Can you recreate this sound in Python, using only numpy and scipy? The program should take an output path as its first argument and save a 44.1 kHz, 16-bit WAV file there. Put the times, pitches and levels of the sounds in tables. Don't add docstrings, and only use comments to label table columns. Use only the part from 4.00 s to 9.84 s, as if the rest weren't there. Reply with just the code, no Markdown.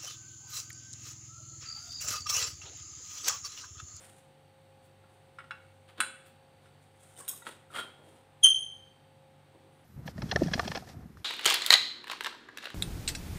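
import sys
import numpy as np
from scipy import signal
from scipy.fft import rfft, irfft, next_fast_len
from scipy.io import wavfile
from scipy.ndimage import uniform_filter1d

SR = 44100
rng = np.random.default_rng(int(sys.argv[2]) if len(sys.argv) > 2 else 0)


def boost_factor(decibels):
    exponent = np.asarray(decibels, float) / 20
    return 10 ** exponent


def waveform_to_disk(signal):
    frames = np.transpose(np.atleast_2d(signal))
    scaled = np.clip(frames, -1, 1) * 32767
    samples = np.round(scaled).astype(np.int16)
    wavfile.write(sys.argv[1], SR, samples)


N = 257746
T = np.arange(N) / SR


def rms_one(x):
    return x / np.sqrt(np.mean(x ** 2) + 1e-20)


def at_hz(points, hz):
    points_hz, values = np.transpose(points)
    return np.interp(np.log(hz), np.log(points_hz), values)


def coloured(x, spectrum):
    size = next_fast_len(len(x))
    hz = np.fft.rfftfreq(size, 1 / SR) + 1
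    shaped = rfft(x, size) * boost_factor(at_hz(spectrum, hz))
    return rms_one(irfft(shaped, size)[:len(x)])


def drift(rate):
    r = np.exp(-80 * np.pi * rate / SR)
    noise = rng.standard_normal(N // 40 + 2002)
    slow = signal.lfilter([1], [1, -2 * r, r * r], noise)[2000:]
    return np.interp(np.arange(N) / 40, np.arange(len(slow)), rms_one(slow))


def glide(hz):
    return 2 * np.pi * np.cumsum(hz) / SR


def air(patchy_db=.4):
    # frequency in Hz, level in dB per Hz.
    murmur_colour = [(15, -43), (25, -18.5), (43, -17.5), (79, -9), (133, -3), (191, -7.5), (439, -10.5),
                     (526, -12.5), (602, -14), (826, -13), (1060, -16), (3830, -22), (5500, -35.5),
                     (7150, -68), (12100, -120)]
    # frequency in Hz, level in dB per Hz.
    hiss_colour = [(2940, -32), (5000, -11.5), (5580, -8.5), (5850, -4.5), (7230, -8), (8380, 2.5),
                   (10900, -10.5), (11800, -9), (15500, -10.5)]
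    murmur = coloured(rng.standard_normal(N), murmur_colour)
    hiss = coloured(rng.standard_normal(N), hiss_colour)
    murmur_gain = boost_factor(-60.5 - 4.0 + patchy_db * drift(1.0))
    return murmur_gain * murmur + boost_factor(-77.5 + patchy_db * drift(2.6)) * hiss


def hum(waver_hz=1.22, waver_db=2.2):
    # frequency in Hz, level in dB rms.
    motor_lines = [(96.9, -68.5), (145.3, -69), (339.1, -87), (532.9, -67.5), (721.4, -77), (769.8, -77.5),
                   (818.3, -75.5), (866.7, -79), (915.2, -87)]
    out = np.zeros(N)
    for hz, db in motor_lines:
        gain = np.sqrt(2) * boost_factor(db + waver_db * drift(2.7))
        out += gain * np.sin(glide(hz + waver_hz * drift(4)))
    return out


def insect(buzz_hz=3, throb_db=1.5, beats_per_s=58, beat_depth=1.2):
    # centre in seconds, half width in seconds, level in dB rms.
    swells = [
        (.6, .8, -87.5),
        (2.4, 1, -85.5),
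        (4.95, .35, -86),
        (5.7, .3, -89),
    ]
    swell = sum(boost_factor(db) * np.exp(-((T - s) / width) ** 2) for s, width, db in swells)
    beats = 1 + beat_depth * np.cos(2 * np.pi * beats_per_s * T)
    hz = 4490 + 11 * T + buzz_hz * drift(6)
    return np.sqrt(2) * swell * beats * boost_factor(throb_db * drift(8)) * np.sin(glide(hz))


def bird(start_s=5.715, top_s=5.787, top_hz=10570, bend_hz_per_s2=340000, under_db=-5):
    hz = np.maximum(top_hz - bend_hz_per_s2 * (T - top_s) ** 2, 0)
    upper_voice = np.sin(glide(hz))
    lower_voice = boost_factor(under_db + 3 * drift(30)) * np.sin(glide(.905 * hz))
    gain = boost_factor(-84.5 + 3 * drift(25)) * np.clip((T - start_s) / .01, 0, 1)
    return np.sqrt(2) * gain * (upper_voice + lower_voice)


def room(x, tail_db=-5, build_s=0.014):
    # delay in seconds, level in dB.
    echoes = [(.0125, -5), (.021, -7), (.031, -10), (.043, -11), (.061, -13)]
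    # frequency in Hz, t60 in seconds.
    decay = [(200, 0.75), (1000, 0.5), (3000, 0.66), (6000, 0.45), (9500, 0.62), (12500, 0.16),
             (15000, 0.16)]
    t, tail = np.arange(SR) / SR, 0
    edges = 100 * 2 ** np.arange(0, 7.6, .5)
    for low, high in zip(edges, edges[1:]):
        band_pass = signal.butter(2, [low, high], "band", fs=SR, output="sos")
        band = signal.sosfilt(band_pass, rng.standard_normal(SR))
        tail = tail + band * boost_factor(-60 * t / at_hz(decay, np.sqrt(low * high)))
    tail = tail * (1 - np.exp(-t / build_s))
    response = boost_factor(tail_db) * tail / np.sqrt(np.sum(tail ** 2))
    for delay, db in echoes:
        response[round(delay * SR)] += boost_factor(db)
    return signal.fftconvolve(x, response)[:N]


def stroke(s, length, db):
    rise_share, fade_db = 0.25, 28
    away = np.maximum((s - T) / rise_share, (T - s) / (1 - rise_share)) / length
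    return boost_factor(db - fade_db * np.minimum(away, 5))


def scuffs(flicker_db=-2.5):
    # loudest moment in seconds, length in seconds, rasp level in dB,
    # dry hiss over rasp in dB, weight as rumble over rasp in dB.
    slides = [(0.015, 0.33, -59, 3.5, -6), (0.18, 0.14, -75, 6, -15), (0.841, 0.14, -74.5, 6, -4),
              (1.113, 0.54, -83.5, 8, 8), (1.64, 0.85, -79, 1, -1), (1.89, 0.11, -59.5, -14, -11),
              (2.266, 0.13, -65, -1, -7), (2.633, 0.3, -68, -3.5, -4.5), (2.836, 0.17, -74.5, 2, -15),
              (3.036, 0.55, -66.5, 5, -4.5), (4, 0.28, -78.5, -26, 15.5), (4.086, 0.46, -69, 0.5, 7.5),
              (5.547, 0.2, -79.5, -15, 19), (5.643, .2, -82.5, -11.5, 20)]
    drags = [(1.98, 0.041, -46, -15, -14), (2.0, 0.22, -56, -30, 6.5), (3.155, 0.1, -72.5, 6, -7),
             (3.189, 0.097, -56.5, 11, 1.5), (3.25, 0.4, -63.5, 2, -3.5), (3.335, 0.2, -64.5, 14, -2),
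             (3.472, 0.13, -46, -4.5, -3.5), (3.71, 0.075, -69, 6.5, 11), (3.758, 0.19, -41.5, -8.5, -6),
             (3.789, 0.05, -48.5, -3, 2.5), (3.85, 0.14, -70, -23, 11), (4.443, 0.08, -44.5, 6, -7.5),
             (4.465, 0.043, -52.5, -0.5, -3)]
    # frequency in Hz, level in dB per Hz.
    hiss = [(3500, -40), (5000, -15), (6200, -12), (7500, -7), (8800, 0), (10000, -6), (11500, -15),
            (15500, -20)]
    rasp = [(600, -28.5), (950, -10.5), (1400, -0.5), (1800, -4), (2600, -7.5), (3300, -4.5), (4500, -12.5),
            (6000, -39)]
    rumble = [(120, -17.5), (220, 0.5), (350, 5), (700, 0), (1000, -2), (1400, -42.5)]
    sizes = boost_factor(3.5 * np.minimum(rng.exponential(1, N), 3.5)) * rng.choice([-1, 1], N)
    grains = (rng.random(N) < 2000 / SR) * sizes
    grit = rms_one(grains) + .6 * rng.standard_normal(N)
    levels = np.zeros((3, N))
    for s, length, db, dry_db, weight_db in [*slides, *drags]:
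        balance = boost_factor([[dry_db], [0], [weight_db]])
        levels += balance * stroke(s, length, db)
    out = np.zeros(N)
    for level, colour in zip(levels, (hiss, rasp, rumble)):
        out += uniform_filter1d(level, size=150) * coloured(grit, colour)
    return boost_factor(-2.0 + flicker_db * drift(30)) * out


def brush():
    # loudest moment in seconds, length in seconds, level in dB.
    whisks = [
        (.85, .1, -72),
        (2.267, .12, -65),
    ]
    # frequency in Hz, level in dB per Hz.
    whisk_colour = [(9000, -30), (11500, -8), (14000, -8), (15800, -4)]
    gain = sum(stroke(*row) for row in whisks)
    return gain * coloured(rng.standard_normal(N), whisk_colour)


def squeak(jitter=0.0014):
    # time in seconds, level in dB.
    pressure = [
        (4.426, -58),
        (4.433, -21),
        (4.4375, -14),
        (4.441, -22),
        (4.444, -9),
        (4.448, -6.5),
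        (4.452, -9),
        (4.455, -22),
        (4.459, -55),
    ]
    # multiple of the slip rate, level in dB.
    overtone_levels = [(2, -6.5), (3, -6), (4, -29.5), (5, -47.5)]
    slip_s, slip_glide_s = 4.4398, .003
    grip_hz, slid_hz = 3255, 3130
    gain = boost_factor(np.interp(T, *np.transpose(pressure), left=-130, right=-130))
    hz = slid_hz + (grip_hz - slid_hz) * (1 - np.tanh((T - slip_s) / slip_glide_s)) / 2
    harsh_db = 6.5 - np.maximum(2499 * (slip_s - T), 1500.5 * (T - slip_s))
    phase = glide(hz * (1 + jitter * drift(300)))
    overtones = sum(boost_factor(db + harsh_db) * np.sin(round(k) * phase) for k, db in overtone_levels)
    return gain * np.sin(phase), gain * overtones


def heel_plate(struck_s=4.4495, enter_s=4.4545, fade_in_s=0.003):
    # frequency in Hz, level in dB, t60 in seconds.
    plate_modes = [(3087, -19, 0.54), (3097, -25.5, 0.33), (3175, -29.5, .5), (3198, -19, 0.42),
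                   (3249, -25.5, .55), (3300, -32, .4)]
    t = np.maximum(T - struck_s, 0)
    rings = sum(boost_factor(db - 60 * t / t60) * np.sin(2 * np.pi * hz * t) for hz, db, t60 in plate_modes)
    return rings * np.clip((T - enter_s) / fade_in_s, 0, 1)


def ticks(attack_s=.0015):
    # start in seconds, peak level in dB, frequency in Hz, t60 in seconds.
    creeps = [(3.164, -55, 3040, 0.041), (3.169, -55, 3650, .05), (3.186, -55, 1405, 0.032),
              (3.200, -52, 1300, .03), (3.207, -46, 1116, 0.045), (3.214, -50, 1650, 0.037),
              (3.234, -51, 1060, 0.032), (3.235, -60, 1820, 0.035), (3.246, -56, 1090, 0.046),
              (3.247, -60.5, 3650, 0.072), (3.285, -45, 3490, 0.074), (3.294, -44, 3260, 0.065),
              (3.303, -49, 1070, 0.033), (3.302, -51, 1520, 0.037), (3.334, -44.5, 1140, 0.031),
              (3.42, -47, 1395, 0.065), (3.423, -52, 1950, 0.059), (3.423, -52.5, 930, 0.094),
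              (3.424, -51, 3780, 0.046), (3.703, -47.5, 1350, 0.057), (3.727, -47, 1250, 0.037),
              (3.739, -48, 3300, .08), (3.744, -38, 1235, .06), (3.751, -43, 3300, 0.073),
              (3.757, -39, 2080, 0.041), (3.785, -29.5, 1400, 0.085)]
    out, t = np.zeros(N + SR), np.arange(SR // 5) / SR
    for s, db, hz, t60 in creeps:
        gain = boost_factor(db - 60 * t / t60) * np.minimum(t / attack_s, 1)
        out[round(s * SR):][:len(t)] += gain * np.sin(2 * np.pi * hz * t)
    return out[:N]


def knocks(hits, modes, crack_db, crack_t60, split_hz=14, twin_db=-4, knee_hz=0, held_s=1, alternate_signs=False):
    # frequency in Hz, level in dB per Hz.
    crack_colour = [(150, -70), (300, -16), (500, -17), (1300, 2), (3500, 0), (6000, -19.5), (8800, 4.5),
                    (12000, -18.5), (15500, -25)]
    out, t = np.zeros(N + SR), np.arange(SR // 3) / SR
    hz, level_db, t60 = np.transpose(modes)[:, :, None]
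    sides = (-1.) ** np.arange(len(hz))[:, None] if alternate_signs else 1
    for s, peak_db, hardness, ring in hits:
        tilt_db = hardness * np.log2(np.maximum(hz, knee_hz) / 2000)
        strength = boost_factor(level_db + tilt_db + 1.5 * rng.standard_normal(hz.shape))
        twin_hz = hz + split_hz * np.sqrt(hz / 2000) * rng.standard_normal(hz.shape)
        pair = np.sin(2 * np.pi * hz * t) + boost_factor(twin_db) * np.sin(2 * np.pi * twin_hz * t)
        decay = boost_factor(-60 * t / (np.minimum(t60, .5) * ring))
        rings = (strength * decay * pair * sides).sum(axis=0)
        rings = rings * boost_factor(-500 * np.clip(t - held_s, 0, .03))
        colour = [(f, db + hardness * np.log2(max(f, 600, knee_hz) / 2000)) for f, db in crack_colour]
        crack = coloured(rng.standard_normal(len(t)), colour) * boost_factor(crack_db - 60 * t / crack_t60)
        blow = (rings / np.abs(rings).max() + crack) * np.minimum(t / 0.0009, 1)
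        out[round(s * SR):][:len(t)] += boost_factor(peak_db + 0.5) * blow
    return out[:N]




def taps():
    tap_hits = [
        (1.04, -51, -10, 0.62),
        (1.386, -31, -9.5, 0.63),
        (1.403, -35, -19, 0.58),
        (1.441, -43, -7, 0.73),
        (1.893, -60, 4, 0.3),
        (2.657, -51, -2, 0.91),
    ]
    tap_modes = [(1110, -9, .2), (1330, -2, .06), (1385, 2, .15), (1480, -3, .07), (1640, -13, .2),
                 (1930, -9, .15), (2210, -8, .15), (2450, -12, .05), (2790, -15, .15), (3700, -18, .05),
                 (5200, -11, .08), (5900, -17, .05), (8500, -24, .05)]
    return knocks(tap_hits, tap_modes, crack_db=-21.0, crack_t60=0.095, knee_hz=3000)


def nudge():
    nudge_hits = [
        (1.508, -23, 0, 0.63),
        (1.515, -28, 0, 0.41),
    ]
    nudge_modes = [(870, -18, 0.18), (1120, -16, 0.24), (1370, -8, 0.066), (1400, 3.5, 0.095),
                   (1493, 1, 0.29), (1627, -5.5, .25), (1930, -10, 0.1), (2213, -7, 0.19),
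                   (2520, -16, 0.33), (2710, -12, 0.19), (2840, -14, .14), (3090, -19, .08),
                   (3413, -12.5, 0.1), (3930, -13, .11), (4070, -20, 0.065), (4530, -26, .1),
                   (5050, -23, .08), (5450, -25, .12), (6767, -27, .1), (8700, -32, .1)]
    return knocks(nudge_hits, nudge_modes, crack_db=-32.5, crack_t60=0.022, twin_db=-6)


def tip():
    tip_hits = [
        (3.1645, -49, -1, 0.39),
        (3.1878, -41, -1, 0.88),
        (3.207, -44, -1, 0.72),
    ]
    tip_modes = [(7397, -24, 5.0), (8048, -31, 5.0), (8600, 1, 0.33), (8700, 9, 0.11), (10130, -14, 0.13),
                 (10400, -13, 0.12), (11890, -24, 0.27), (13310, -46, 5.0), (14320, -17, 0.17),
                 (14670, -37, 5.0)]
    return knocks(tip_hits, tip_modes, crack_db=-18.0, crack_t60=0.029)


def frame():
    frame_hits = [
        (3.279, -26, 10, 0.6),
        (3.467, -20.5, -1.5, 0.54),
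        (3.487, -36, -15, 0.87),
        (3.511, -43, 8, 0.67),
    ]
    frame_modes = [(930, -8, .06), (1150, -9, .05), (1330, -2, .05), (1430, 0, .07), (1560, -5, .05),
                   (1950, -5, .05), (2200, -10, .05), (2800, -9, .06), (3300, -10, .1), (3780, -4, .045),
                   (8200, -18, .1), (8800, -14, .1), (9700, -20, .07)]
    return knocks(frame_hits, frame_modes, crack_db=-24, crack_t60=0.03)


def seat():
    seat_hits = [
        (3.745, -41.5, -0.34, 0.75),
        (3.7575, -33.5, -0.24, 0.62),
        (3.769, -34.5, -2.6, 1),
        (3.776, -39.5, -2, 0.4),
        (3.785, -31.5, -1, 0.42),
        (3.791, -29.5, -1, 0.61),
        (3.807, -33, -1.4, 1),
    ]
    seat_modes = [(500, -10, .06), (1180, -7, .06), (1330, 2, .08), (1400, 4, .18), (1500, -6, .06),
                  (1720, -12, .2), (2060, -5, .05), (2450, -13, .1), (2750, -15, .12), (3130, -10, .35),
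                  (3240, -4, .45), (3330, -5, .3), (3850, -10, .25), (4340, -17, .2), (8240, -18, .15),
                  (8700, -16, .15), (9050, -13, .15), (9800, -21, .12)]
    return knocks(seat_hits, seat_modes, crack_db=-19, crack_t60=0.047, alternate_signs=True)


def handle():
    handle_hits = [
        (2.003, -9, 1, 0.68),
    ]
    handle_modes = [(856, -15, .2), (1312, -1, .2), (1350, 2, .07), (1463, -9, .25), (1544, -4, .25),
                    (1562, -8, .25), (2291, -11, .2), (1950, -14, .15), (1389, -4, .3), (1486, 1, .38),
                    (1637, -3, .33), (2180, -5, .18), (2207, -11, .25), (2649, -7, .17), (2681, -4, .24),
                    (2977, -15, .28), (3402, -3, .12), (3410, -13, .3), (3989, -12, .25), (4124, -18, .3),
                    (5050, -26, .4), (4640, -22, .15), (5303, -26, .08), (6150, -30, .2), (6500, -29, .2),
                    (6998, -21, .15), (8400, -16, .2), (9300, -14, .2), (9650, -16, .2), (7294, -27, .4),
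                    (7892, -23, .4), (8527, -10, .4), (8635, -16, .33), (8861, -8, .19), (9065, -11, .25),
                    (9189, -15, .35), (9518, -8, .2), (10140, -28, .4), (10700, -20, .2), (12020, -32, .3),
                    (13250, -35, .3)]
    return knocks(handle_hits, handle_modes, crack_db=-13.5, crack_t60=0.052, knee_hz=3450,
                  split_hz=7.9, twin_db=3, held_s=.117)


def rod():
    rod_hits = [
        (3.279, -31, 1, 0.29),
        (3.2855, -22, 3.5, 0.25),
        (3.2915, -21, 2, 0.2),
        (3.298, -31.5, 2, .4),
        (3.312, -31, -1, 0.48),
        (3.360, -40.5, -1.5, 0.97),
    ]
    rod_modes = [(2536, -21, .2), (3250, -14, .06), (3620, -9, .07), (4000, -27, .1), (4930, -24, .4),
                 (5469, -17, .5), (5900, -20, .15), (6525, -13, .33), (6896, -7, .09), (7698, -18, .35),
                 (8086, -13, .5), (8301, -14, .2), (8430, -5, .2), (8915, -9, .3), (9302, -13, .4),
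                 (9868, -16, .2), (10240, -10, .38), (10550, -10, .22), (10870, -22, .25), (11330, -24, .4),
                 (11620, -10, .19), (11910, -18, .25), (12860, -7, .1), (13110, -2, .17), (13350, -14, .16),
                 (14380, -19, .14), (14660, -13, .19), (14820, -9, .11)]
    return knocks(rod_hits, rod_modes, crack_db=-27.0, crack_t60=0.022, twin_db=-5, alternate_signs=True)


def scene():
    background = air() + hum() + insect() + bird()
    skin = scuffs() + brush()
    note, overtones = squeak()
    steel = ticks() + taps() + nudge() + tip() + frame() + seat() + handle() + rod()
    room_send = boost_factor(-9.5) * steel + boost_factor(-9.0) * skin + boost_factor(-6.5) * note + boost_factor(-3.5) * overtones
    close = steel + skin + note + overtones + heel_plate()
    return (close + room(room_send) + background)[None]


def low_pass(x):
    return signal.sosfilt(signal.butter(12, 15960, fs=SR, output="sos"), x)


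def record(dry):
    top_cut = signal.cheby2(16, 50, 16000, fs=SR, output="sos")
    mix = signal.sosfilt(top_cut, dry)
    return low_pass(mix)


dry = scene()
out = record(dry)
waveform_to_disk(out)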